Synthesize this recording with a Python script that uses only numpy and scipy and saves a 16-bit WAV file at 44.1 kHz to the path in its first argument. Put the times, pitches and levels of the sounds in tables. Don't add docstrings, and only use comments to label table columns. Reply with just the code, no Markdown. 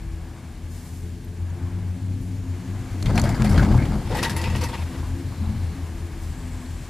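import sys
import numpy as np
from scipy import signal
from scipy.fft import rfft, irfft, next_fast_len
from scipy.io import wavfile

SR = 44100
rng = np.random.default_rng(int(sys.argv[2]) if len(sys.argv) > 2 else 0)


def gain_from_db(level_db):
    decades = np.asarray(level_db, float) / 20
    return 10 ** decades


def transcribe(signal):
    frames = np.atleast_2d(signal).T
    limited = np.clip(frames, -1, 1)
    pcm = np.round(limited * 32767).astype(np.int16)
    wavfile.write(sys.argv[1], SR, pcm)


N = 304012
LONG = next_fast_len(N)
HZ = np.fft.rfftfreq(LONG, 1 / SR)
TIME = np.arange(N) / SR

# [t/s, strand rate f/Hz, shell boom f/Hz, roof drone f/Hz]
ROPE = [(0.0, 81.3, 82, 241.7), (0.8, 84.2, 84, 249), (1.6, 86, 90, 258), (2.1, 86.77, 96, 262.4),
        (2.95, 88.23, 95, 264.8), (3.5, 87.6, 87.5, 261.4), (4.2, 85.2, 89, 255), (4.45, 84.2, 85, 260),
        (5.1, 84.5, 85, 264.3), (5.6, 84.5, 85, 266.7), (6.0, 83.87, 82.5, 262), (6.89, 83, 84, 251)]
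# [start t/s, length t/s, level/dB]
BOOMS = [(.06, 0.21, -35), (.43, 0.067, -37.5), (.61, 0.15, -34), (.91, 0.26, -34), (1.27, 0.041, -31),
         (1.4, 0.14, -27.5), (1.62, 0.053, -28), (1.74, 0.2, -28), (2.02, 0.16, -26), (2.26, 0.15, -30.5),
         (2.49, 0.06, -26.5), (2.68, 0.13, -29.5), (2.92, 0.14, -27), (3.11, 0.22, -27), (3.5, 0.27, -20.5),
         (3.91, 0.052, -27), (4.04, 0.037, -27), (4.21, 0.02, -45), (4.35, 0.3, -26.5), (4.79, 0.057, -28),
         (4.98, 0.16, -27), (5.25, 0.02, -25.5), (5.4, 0.1, -25.5), (5.58, 0.12, -26), (5.8, 0.1, -28.5),
         (6.02, 0.04, -30), (6.22, 0.089, -31), (6.44, 0.11, -30.5), (6.69, 0.044, -29.5),
         (6.83, 0.072, -38)]
SWAYS = [(0, 0.22, -33.5), (.5, 0.093, -37), (.8, 0.047, -49), (1.12, 0.12, -40), (1.7, .12, -42),
         (2.17, .05, -32), (2.86, 0.044, -31), (3.06, 0.11, -20), (3.22, 0.19, -27), (3.47, 0.27, -20.5),
         (3.68, 0.51, -28.5), (4.37, 0.26, -34), (5.0, 0.12, -28), (5.43, 0.19, -28), (5.94, 0.12, -33.5),
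         (6.14, 0.16, -32.5), (6.4, 0.21, -32.5), (6.74, 0.047, -31)]
# [start t/s, length t/s, level/dB, order]
SINGING = [(0, 0.28, -48.5, 4), (5.15, 0.07, -45, 4), (1.57, 0.21, -47, 4), (2.542, 0.29, -48, 4),
           (4.307, 0.18, -44, 4), (4.9, 0.15, -47, 4), (5.894, 0.35, -47.5, 4), (0, 0.23, -44.5, 2),
           (1.004, 0.4, -51, 2), (1.612, 0.51, -40, 2), (2.196, 0.2, -40.5, 2), (2.59, 0.12, -39, 2),
           (5.527, 0.25, -43, 2), (6.294, 0.23, -46, 2), (0.447, 0.69, -51, 3), (0.703, 0.33, -47.5, 2),
           (1.566, 0.16, -44, 3), (1.952, 0.94, -42, 3), (1.32, 0.26, -48.5, 2), (1.854, .08, -43, 2),
           (4.883, 0.094, -38, 3), (5.1, 0.14, -39, 3), (5.35, .1, -42.5, 3), (5.525, 0.067, -47, 3),
           (.98, 0.065, -50, 4), (5.74, 0.081, -44, 3), (6.33, 0.4, -44, 3)]
# [start t/s, length t/s, level/dB]
FIFTH_SPELLS = [
    (.98, .42, -58.5),
    (5.7, 0.15, -54),
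]
CALM_DB = {"boom": -44, "sway": -41, "floor": -48.5, "wall": -76.5, "order": -55}
# [start t/s, length t/s, level/dB]
FLOOR_JOLTS = [(0, 0.074, -45), (1.65, .15, -48), (2.15, 0.08, -39), (2.75, 0.14, -38), (3.08, 0.072, -33),
               (3.18, 0.15, -21.5), (3.39, .12, -25), (3.61, 0.21, -26), (3.74, 0.073, -19.5),
               (3.88, 0.11, -30.5), (4.03, 0.37, -34), (4.47, 0.21, -31.5), (5.07, 0.043, -32),
               (5.27, 0.033, -36.5), (5.45, 0.24, -33), (6.3, 0.15, -40)]
WALL_JOLTS = [(1.65, 0.2, -65), (2.0, 0.22, -52), (2.74, 0.067, -39.5), (2.95, 0.094, -35),
              (3.17, 0.083, -26.5), (3.4, .33, -25), (3.9, 0.088, -32.5), (4.36, 0.081, -49),
              (4.48, 0.1, -35.5), (5.06, .08, -43), (5.42, 0.13, -31.5)]
# [t/s, level/dB]
SHAKE = [(0.0, -43), (1.4, -39), (2.15, -36), (2.9, -39.5), (2.99, -34), (3.11, -19), (3.3, -25),
         (3.45, -24), (3.59, -16.5), (3.7, -19.5), (3.95, -23.5), (4.06, -32.5), (4.14, -26), (4.42, -32.5),
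         (4.54, -29), (4.78, -36), (5.5, -35.5), (6.89, -41)]
# [f/Hz, density level/dB per Hz]
SHUDDER = [(20, -10), (60, 5), (140, 3.5), (180, 1), (260, -2), (310, -5), (380, -12.5), (520, -17.5),
           (900, -25), (1600, -90)]
# [t/s, level/dB]
GRIP_PRESSURE = [
    [(2.9, -51), (3.04, -48), (3.07, -33.5), (3.18, -29), (3.3, -30.5), (3.43, -31), (3.58, -24.5),
     (3.65, -28), (4.065, -38.5)],
    [(4.05, -34), (4.09, -37.5), (4.146, -29.5), (4.216, -31), (4.25, -24), (4.33, -36), (4.38, -30.5),
     (4.74, -34.5), (5.1, -54)],
]
# [f/Hz, width f/Hz, level/dB]
PANELS = [
    [(707, 89, -2.5), (1630, 230, 0.5), (2100, 280, -1), (3200, 110, -20), (4750, 310, -9), (7300, 110, -23)],
    [(503, 38, -2.5), (929, 57, -2.5), (1930, 99, -5.5), (2600, 130, -14), (2800, 130, -17), (3390, 54, -7), (3700, 120, -3), (4360, 360, -5), (5180, 400, -1), (5900, 67, -18), (6750, 150, -27), (10700, 820, -8)],
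]
# [f/Hz, density level/dB per Hz]
ROARS = [
    [(210, -29), (350, 0.5), (472, -7), (802, -3.5), (1380, -8.5), (1600, -14.5), (2580, -21), (4630, -23), (9000, -33.5), (11700, -54), (19800, -120)],
    [(210, -24), (350, 1), (459, -11), (498, -14), (603, -5.5), (918, -0.5), (1330, -7.5), (2540, -9.5), (9000, -29), (11700, -63), (19800, -120)],
]
# share of panel ring over roar, and treble [level/dB]
PANEL_SHARE = [0.48, 0.71]
RATTLE_TREBLE_DB = [-18.5, -11]
# [t/s, peak level/dB, treble level/dB, ring f/Hz]
KNOCKS = [(3.0575, -19.5, -46, 2050), (3.1553, -44, -40, 1660), (3.179, -17, -41, 1530),
          (3.2385, -25, -37.5, 2000), (3.2912, -25.5, -37.5, 2020), (3.3496, -44, -48, 1630),
          (3.4451, -20, -36, 2100), (3.455, -26, -43, 1620), (3.494, -40, -36, 1990),
          (3.51, -45, -42, 2080), (3.5297, -40, -43, 1690), (3.5781, -17.5, -52, 1500),
          (3.5934, -26, -55, 1493), (3.7367, -31, -65, 1200), (3.853, -25.5, -50, 1760),
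          (3.955, -41, -62, 1570)]
# [t/s, peak level/dB, treble level/dB, ring f/Hz, treble centre f/Hz]
SNAPS = [
    (3.026, -11.5, -35, 3700, 6440),
    (3.058, -19, -49, 3220, 4250),
    (3.1776, -5, -37, 2400, 4340),
    (3.1965, -16, -23.5, 4260, 7000),
    (3.216, -35, -24, 2210, 6460),
    (3.4206, -13, -35, 1400, 5600),
    (4.229, -9, -22.5, 4500, 5600),
]
CLANKS = [(4.108, -30, -63, 1670, 8820), (4.1505, -19, -43, 1920, 8450), (4.1682, -23, -38, 1710, 11400),
          (4.192, -18.5, -57, 1930, 5700), (4.232, -11.5, -31.5, 2780, 5800),
          (4.2449, -17, -37, 1640, 6440), (4.2952, -18, -32, 1650, 5300), (4.364, -27, -32, 2040, 10700),
          (4.3833, -32, -46, 1640, 7200), (4.4143, -26, -40, 1900, 6860), (4.439, -18, -55, 2560, 4800),
          (4.5, -29, -45, 1930, 6700), (4.558, -24, -38, 2600, 5680), (4.613, -24, -37, 2140, 5650),
          (4.6372, -22, -33, 1930, 5470), (4.686, -37, -46, 2630, 8310), (4.7378, -26.5, -62, 2550, 7190)]
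# [t/s, peak level/dB, centre f/Hz]
CRACKS = [(3.1783, -10, 2600), (3.183, -25, 1200), (3.239, -16, 1000), (3.4217, -16, 2500),
          (3.442, -23, 1800), (3.579, -15, 1800), (3.5955, -25, 1600), (3.742, -33, 1100),
          (3.9549, -22.5, 800), (4.126, -27, 900), (4.147, -16, 1200), (4.192, -23, 1800),
          (4.23, -12, 1200), (4.2467, -14, 1600), (4.4395, -29, 2600), (4.611, -19, 2550),
          (3.028, -20, 4000), (3.197, -29, 4500), (3.217, -28, 6000), (3.293, -35, 2000), (3.544, -17, 700),
          (3.62, -28, 700), (4.416, -24, 1000), (4.498, -31, 1200)]
# [f/Hz, level/dB, t60 t/s]
ARM = [(925, -2, 0.15), (1930, -4.5, 0.11), (2610, -6, 0.1), (2870, -16, .08), (4500, -13, .06),
       (5050, -13, 0.069)]
# [t/s, level/dB]
ARM_BLOWS = [(4.364, -29), (4.39, -30), (4.412, -35), (4.439, -30), (4.456, -35), (4.498, -30),
             (4.526, -38), (4.548, -30), (4.614, -34), (4.644, -30), (4.668, -42), (4.745, -38),
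             (4.79, -40)]
# [t/s, peak level/dB, pitch f/Hz, t60 t/s]
THUDS = [(2.94, -37, 292, 0.38), (3.74, -19.5, 864, 0.052), (3.954, -24, 704, 0.047), (4.1, -30, 474, 0.65),
         (4.638, -31, 950, 0.12), (5.44, -48, 800, 0.2), (4.55, -34.5, 270.5, 0.75),
         (4.742, -36, 886, 0.13), (3.092, -29, 604, 0.094), (3.176, -18, 816, 0.073),
         (3.237, -19, 637, 0.058), (3.292, -30, 700, 0.12), (3.389, -32, 980, 0.04),
         (3.443, -24.5, 670, 0.11), (3.543, -25, 575, 0.1), (3.617, -27, 630, 0.081),
         (3.663, -24, 800, 0.068), (3.85, -35, 800, 0.09), (4.103, -32, 820, 0.078),
         (4.123, -28, 860, 0.092), (4.145, -22, 810, 0.11), (4.347, -31.5, 468, 0.13),
         (4.412, -33, 895, 0.055), (4.495, -34, 918, .07), (4.544, -33, 939, .08), (4.61, -36, 930, 0.089),
         (3.411, -39, 276, 0.22), (4.449, -34, 200, 0.36)]
# [t/s, peak level/dB, pitch f/Hz, t60 t/s]
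FLECKS = [(3.178, -28, 4260, .04), (3.196, -24, 4400, .03), (3.236, -31, 4870, 0.067),
          (3.237, -43, 4300, 0.061), (3.289, -43, 4520, 0.045), (3.29, -35, 7300, .05),
          (3.347, -35, 4800, .08), (3.45, -44, 4760, .08), (3.472, -34, 4500, 0.044),
          (3.495, -47, 4800, .1), (3.523, -37, 5900, .07), (3.56, -32, 3200, .04),
          (3.572, -37, 4900, 0.099), (3.577, -27, 4320, .04), (3.776, -35.5, 1620, 0.33),
          (3.787, -32.5, 2160, 0.18), (3.816, -35.5, 2310, 0.18), (4.232, -33, 2980, 0.037),
          (4.245, -21, 3900, 0.044), (4.295, -42, 5900, 0.061), (4.36, -34, 2070, .12),
          (4.367, -36, 4650, .08), (4.415, -33, 4700, .04), (4.455, -31, 4470, .04),
          (4.458, -51, 2560, 0.3), (4.549, -32, 2860, 0.11), (4.565, -41, 3700, .06),
          (4.611, -35, 5850, .04), (4.612, -35, 4600, 0.2), (4.635, -31, 6000, 0.085),
          (4.665, -35, 1900, 0.12), (4.685, -39, 4250, 0.055), (4.738, -35, 2540, .04),
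          (4.774, -37, 2500, 0.14), (4.81, -41, 2170, .12), (3.594, -17, 1510, 0.062),
          (4.72, -42, 3330, 0.24), (5.03, -41, 1010, 0.4), (3.092, -40, 4390, 0.043),
          (3.144, -42, 4410, .06), (3.156, -30, 5940, .04), (3.16, -39, 4750, .08), (3.162, -35, 4350, .08),
          (3.345, -44, 4390, .07), (3.31, -42, 4900, .06), (3.61, -50, 4900, .15), (3.7, -41, 4770, .06),
          (3.825, -41, 4420, .06), (3.92, -45, 4850, .12), (3.095, -30, 1020, 0.087),
          (3.255, -29, 2010, .06), (3.39, -31, 1000, 0.06), (3.577, -17, 1390, .04)]
# [t/s, peak level/dB, t60 t/s]
BUMPS = [
    (2.72, -51, 0.43),
    (5.3, -45, 0.7),
    (5.421, -42.5, 0.6),
    (5.7, -46.5, 0.37),
]
# [t/s, peak level/dB, pitch f/Hz]
TICKS = [
    (0.3244, -49, 7900),
    (0.564, -38, 3980),
    (1.1442, -43, 4880),
    (1.2451, -36, 11800),
    (1.5, -42, 6640),
    (3.061, -19, 3350),
    (5.07, -51, 2300),
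    (5.46, -41, 4000),
    (6.66, -39, 4200),
]
# [start t/s, end t/s, level/dB]
RUSTLES = [
    (0.67, 1.16, -52.5),
    (2.171, 2.42, -57.5),
    (6.187, 6.37, -49.5),
]
# [start t/s, end t/s, level/dB, centre f/Hz]
GAP_HISS = [
    (2.3, 3.8, -64, 6500),
    (6.25, 6.9, -59, 7800),
    (5.2, 5.8, -59, 4150),
]
# [t/s, level/dB]
WIND = [(0.0, -53), (1.6, -53), (2.46, -52), (2.95, -48), (4.95, -46.5), (5.2, -48), (5.4, -48.5),
        (6.1, -49), (6.89, -48)]
# [f/Hz, density level/dB per Hz]
WIND_COLOUR = [(250, 3.5), (450, -3), (700, 2), (1100, 0.5), (1350, -5), (1660, -1), (1900, -5.5),
               (2200, -5), (2500, -9), (4000, -15.5), (6000, -17.5), (9000, -19), (12500, -23.5),
               (15000, -24.5)]
# [f/Hz, level/dB]
LEAN = [(60, 2.5), (130, 3), (290, 2.5), (640, 3), (1410, 2), (3100, 1.5), (8000, 2), (13000, 1.5)]
# [f/Hz, width f/Hz, added level/dB]
HOUSING = [(4390, 460, -13.5), (7200, 780, -9.5), (10700, 1200, -10.5)]


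def evened(x):
    return x / np.sqrt(np.mean(x ** 2) + 1e-20)


def read(points, hz):
    f, value = np.transpose(points)
    return np.interp(np.log(hz + 1), np.log(f + 1), value)


def columns(rows):
    s, *rest = np.transpose(rows)
    return [np.interp(TIME, s, c) for c in rest]


def add(mix, s, sound):
    part = mix[round(s * SR):][:len(sound)]
    part += sound[:len(part)]


def drift(top_hz):
    steps = N // 128 + 2
    slow_hz = np.fft.rfftfreq(steps, N / SR / steps)
    wander = irfft(rfft(rng.standard_normal(steps)) / (1 + (slow_hz / top_hz) ** 4), steps)
    return evened(np.interp(TIME, np.linspace(0, N / SR, steps), wander))


def coloured(gain):
    return evened(irfft(rfft(rng.standard_normal(LONG)) * gain, LONG)[:N])


def ring(x, hz, width):
    pole = np.exp((2j * hz - width) * np.pi / SR)
    return evened(signal.lfilter([1], np.poly([pole, pole]), x).real)


def wavering(hz, waver_hz, rough):
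    turn = 2 * np.pi * np.cumsum(hz + waver_hz * drift(7.14)) / SR
    in_phase = (1 + rough * drift(17.0)) * np.sin(turn)
    return evened(in_phase + rough * drift(9.5) * np.cos(turn))


def surges(rows, calm_db):
    swell_s, ebb_s = 0.012, 0.045
    t = TIME[::128]
    power = np.full(len(t), gain_from_db(2 * calm_db))
    for s, length, db in rows:
        away = np.maximum((s - t) / swell_s, (t - s - length) / ebb_s)
        power += gain_from_db(2 * db) * np.exp(-np.clip(away + .5, 0, 9) ** 2)
    return np.interp(TIME, t, np.sqrt(power))


def hail(size):
    strength = gain_from_db(0.78 * np.minimum(rng.exponential(1, size), 4))
    return strength * (rng.random(size) < 4000 / SR) * rng.standard_normal(size)


def stirred(blows):
    strike_db, strike_t60 = 18, .09
    gain, t = np.ones(N), TIME[:SR // 4]
    for s, db, *rest in blows:
        add(gain, s, gain_from_db(db + strike_db - 60 * t / strike_t60))
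    return gain


def shell():
    boom = wavering(columns(ROPE)[1], waver_hz=2, rough=.2)
    sway = wavering(41.93, waver_hz=4, rough=.5)
    rumble = ring(rng.standard_normal(N), 33, 26)
    booming = surges(BOOMS, CALM_DB["boom"]) * boom
    return booming + surges(SWAYS, CALM_DB["sway"]) * evened(sway + 0.83 * rumble)


def strands():
    levels = []
    for order in range(2, 5):
        spells = [row[:3] for row in SINGING if round(row[3]) == order]
        levels.append(surges(spells, CALM_DB["order"]))
    levels.append(levels[-1] * gain_from_db(-14) + surges(FIFTH_SPELLS, -68))
    strand_hz, boom_hz, roof_hz = columns(ROPE)
    pitches = [1.2 * strand_hz + .8 * boom_hz, roof_hz, 4 * strand_hz, 5 * strand_hz]
    return sum(level * wavering(hz, waver_hz=2, rough=0.36) for level, hz in zip(levels, pitches))


def shocks():
    floor = surges(FLOOR_JOLTS, CALM_DB["floor"]) * wavering(119.9, waver_hz=4, rough=0.8)
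    wall = surges(WALL_JOLTS, CALM_DB["wall"]) * wavering(212.5, waver_hz=4, rough=0.6)
    shaking = gain_from_db(columns(SHAKE)[0]) * coloured(gain_from_db(read(SHUDDER, HZ)))
    return floor + wall + shaking


def rattle():
    flare_db, flare_hz, lumps_db, lumps_hz = 3.3, 24, 2.4, 35
    out = np.zeros(N)
    wheel_sets = zip(GRIP_PRESSURE, PANELS, ROARS, PANEL_SHARE, RATTLE_TREBLE_DB, (KNOCKS, CLANKS))
    for pressure, panel, roar, share, treble_db, blows in wheel_sets:
        part = slice(round(pressure[0][0] * SR), round(pressure[-1][0] * SR))
        t, stir = TIME[part], stirred(blows)[part]
        rings = []
        for hz, width, db in panel:
            flare = gain_from_db(db + flare_db * drift(flare_hz)[part])
            rings.append(flare * ring(stir * hail(len(t)), hz, 1.22 * width))
        broad = evened(irfft(rfft(hail(LONG)) * gain_from_db(read(roar, HZ)), LONG)[part])
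        low = evened(broad + share * evened(sum(rings[:4])))
        high = evened(sum(rings[4:]) / 2 + .5 * ring(hail(len(t)), 9100, 13000))
        gate = np.clip(np.minimum(t - t[0], t[-1] - t) / 0.0096, 0, 1)
        level = gain_from_db(columns(pressure)[0] - 4.5 + lumps_db * drift(lumps_hz))[part]
        out[part] += gate * level * (low + gain_from_db(treble_db) * high)
    return out


def knocks():
    out, t = np.zeros(N), TIME[:SR // 8]
    blows = [(*row, 0.032) for row in SNAPS]
    blows += [(*row, 5200, 0.23) for row in KNOCKS]
    blows += [(*row, 0.28) for row in CLANKS]
    for s, db, treble_db, hz, treble_hz, usual_t60 in blows:
        t60 = usual_t60 / (2.5 + 0.052 * max(db + 8, 0))
        fade = gain_from_db(-60 * (t / max(t60, .008)) ** 1.08) * np.minimum(t / 0.00058, 1)
        noise = rng.standard_normal((2, len(t)))
        body = 0.42 * ring(noise[0], hz, 650) + 0.6 * ring(noise[0], 2200, 4200)
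        edge = 0.26 * ring(noise[1], treble_hz, 1700) + 0.5 * ring(noise[1], 8700, 8700)
        add(out, s, fade * (gain_from_db(db - 10.5) * body + gain_from_db(treble_db + 4.5) * edge))
    return out


def cracks():
    out, t = np.zeros(N), TIME[:SR // 20]
    for s, db, hz in CRACKS:
        splinter = 0.43 * gain_from_db(-60 * t / .016) * rng.standard_normal(len(t))
        crack = np.diff(ring((t == 0) + splinter, hz, 1.8 * hz), prepend=0)
        add(out, s, gain_from_db(db - 8) * crack / abs(crack).max())
    return out


def arm():
    scatter_db, detune = 4, .02
    out, t = np.zeros(N), TIME[:SR // 4]
    hz, mode_db, t60 = np.transpose(ARM)[:, :, None]
    chances = rng.standard_normal((len(ARM_BLOWS), 2, len(ARM), 1))
    for (s, db), (luck, off) in zip(ARM_BLOWS, chances):
        level = gain_from_db(db + mode_db + scatter_db * luck - 60 * t / t60)
        modes = level * np.sin(2 * np.pi * hz * (1 + detune * off) * t)
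        add(out, s, np.minimum(t / 0.0027, 1) * modes.sum(0))
    return out


def thuds():
    out, t = np.zeros(N), TIME[:SR // 4]
    for s, db, hz, t60 in THUDS:
        fade = gain_from_db(db - 60 * t / t60) * np.minimum(t / 0.0053, 1)
        add(out, s, fade * ring(rng.standard_normal(len(t)), hz, 0.45 * hz))
    return out


def flecks():
    out, t = np.zeros(N), TIME[:SR // 4]
    for s, db, hz, t60 in FLECKS:
        tone = np.sin(2 * np.pi * hz * t) + 1.1 * ring(rng.standard_normal(len(t)), hz, 420)
        add(out, s, gain_from_db(db - 6.5 - 60 * t / t60) * np.minimum(t / 0.00079, 1) * tone)
    return out


def bumps():
    out, t = np.zeros(N), TIME[:SR // 4]
    for s, db, t60 in BUMPS:
        fade = gain_from_db(db - 60 * t / t60) * np.minimum(t / 0.02, 1)
        add(out, s, fade * ring(rng.standard_normal(len(t)), 800, 960))
    return out


def ticks():
    out, t = np.zeros(N), TIME[:SR // 8]
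    for s, db, hz in TICKS:
        add(out, s, gain_from_db(db - 8.0 - 60 * t / 0.025) * ring(rng.standard_normal(len(t)), hz, 370))
    return out


def rustles():
    level = np.zeros(N)
    for start, end, db in RUSTLES:
        level += gain_from_db(db) * np.clip(np.minimum((TIME - start) / .06, (end - TIME) / 0.2), 0, 1)
    bright = 1 / (1 + (4200 / (HZ + 1)) ** 4) / (1 + (HZ / 13000) ** 2)
    return level * gain_from_db(1.5 * drift(13)) * coloured(bright)


def gap_hiss():
    out = np.zeros(N)
    for start, end, db, hz in GAP_HISS:
        fade = np.clip(np.minimum(TIME - start, end - TIME) / 0.065, 0, 1)
        out += gain_from_db(db) * fade * ring(rng.standard_normal(N), hz, 1400)
    return out


def air():
    fizz_hz, fizz_db = 3040, -3
    wind_db, = columns(WIND)
    upper = 1 / np.sqrt(1 + (fizz_hz / (HZ + 1)) ** 4)
    shape = gain_from_db(read(WIND_COLOUR, HZ))
    rush = gain_from_db(wind_db + 0.5 + 1.9 * drift(2.0)) * coloured(shape * np.sqrt(1 - upper ** 2))
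    fizz = gain_from_db(wind_db + fizz_db + 1.5 + 0.66 * drift(26)) * coloured(shape * upper)
    return rush + fizz


def scene():
    apart_hz, alike = 7660, 0.35
    lead_hz, lead_rad = 9000, 1.72
    left, other = (rattle() + knocks() + ticks() + rustles() + air() for port in range(2))
    left += shell() + strands() + shocks() + cracks() + arm() + thuds() + flecks() + bumps() + gap_hiss()
    left, other = rfft(left, LONG), rfft(other, LONG)
    same = np.clip(alike + (1 - alike) * np.exp(-(HZ / apart_hz) ** 2), 0, 1)
    lead = lead_rad / (1 + (lead_hz / (HZ + 1)) ** 8)
    right = same * np.exp(-1j * lead) * left + np.sqrt(1 - same ** 2) * other
    lean = gain_from_db(read(LEAN, HZ) / 2)
    return irfft([left * lean, right / lean], LONG, axis=1)[:, :N]


def roll_off(x):
    return signal.sosfilt(signal.butter(12, 15710, fs=SR, output="sos"), x)


def record(dry):
    colour = 1 + sum(gain_from_db(db) / (1 + (2 * (HZ - hz) / width) ** 2) for hz, width, db in HOUSING)
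    bass_cut = 1 + (34 / (HZ + 1)) ** 6
    treble_cut = 1 + (HZ / 14900) ** 200
    heard = rfft(dry, LONG, axis=1) * colour / bass_cut / treble_cut
    return roll_off(irfft(heard, LONG, axis=1)[:, :N])


dry = scene()
out = record(dry)
transcribe(out)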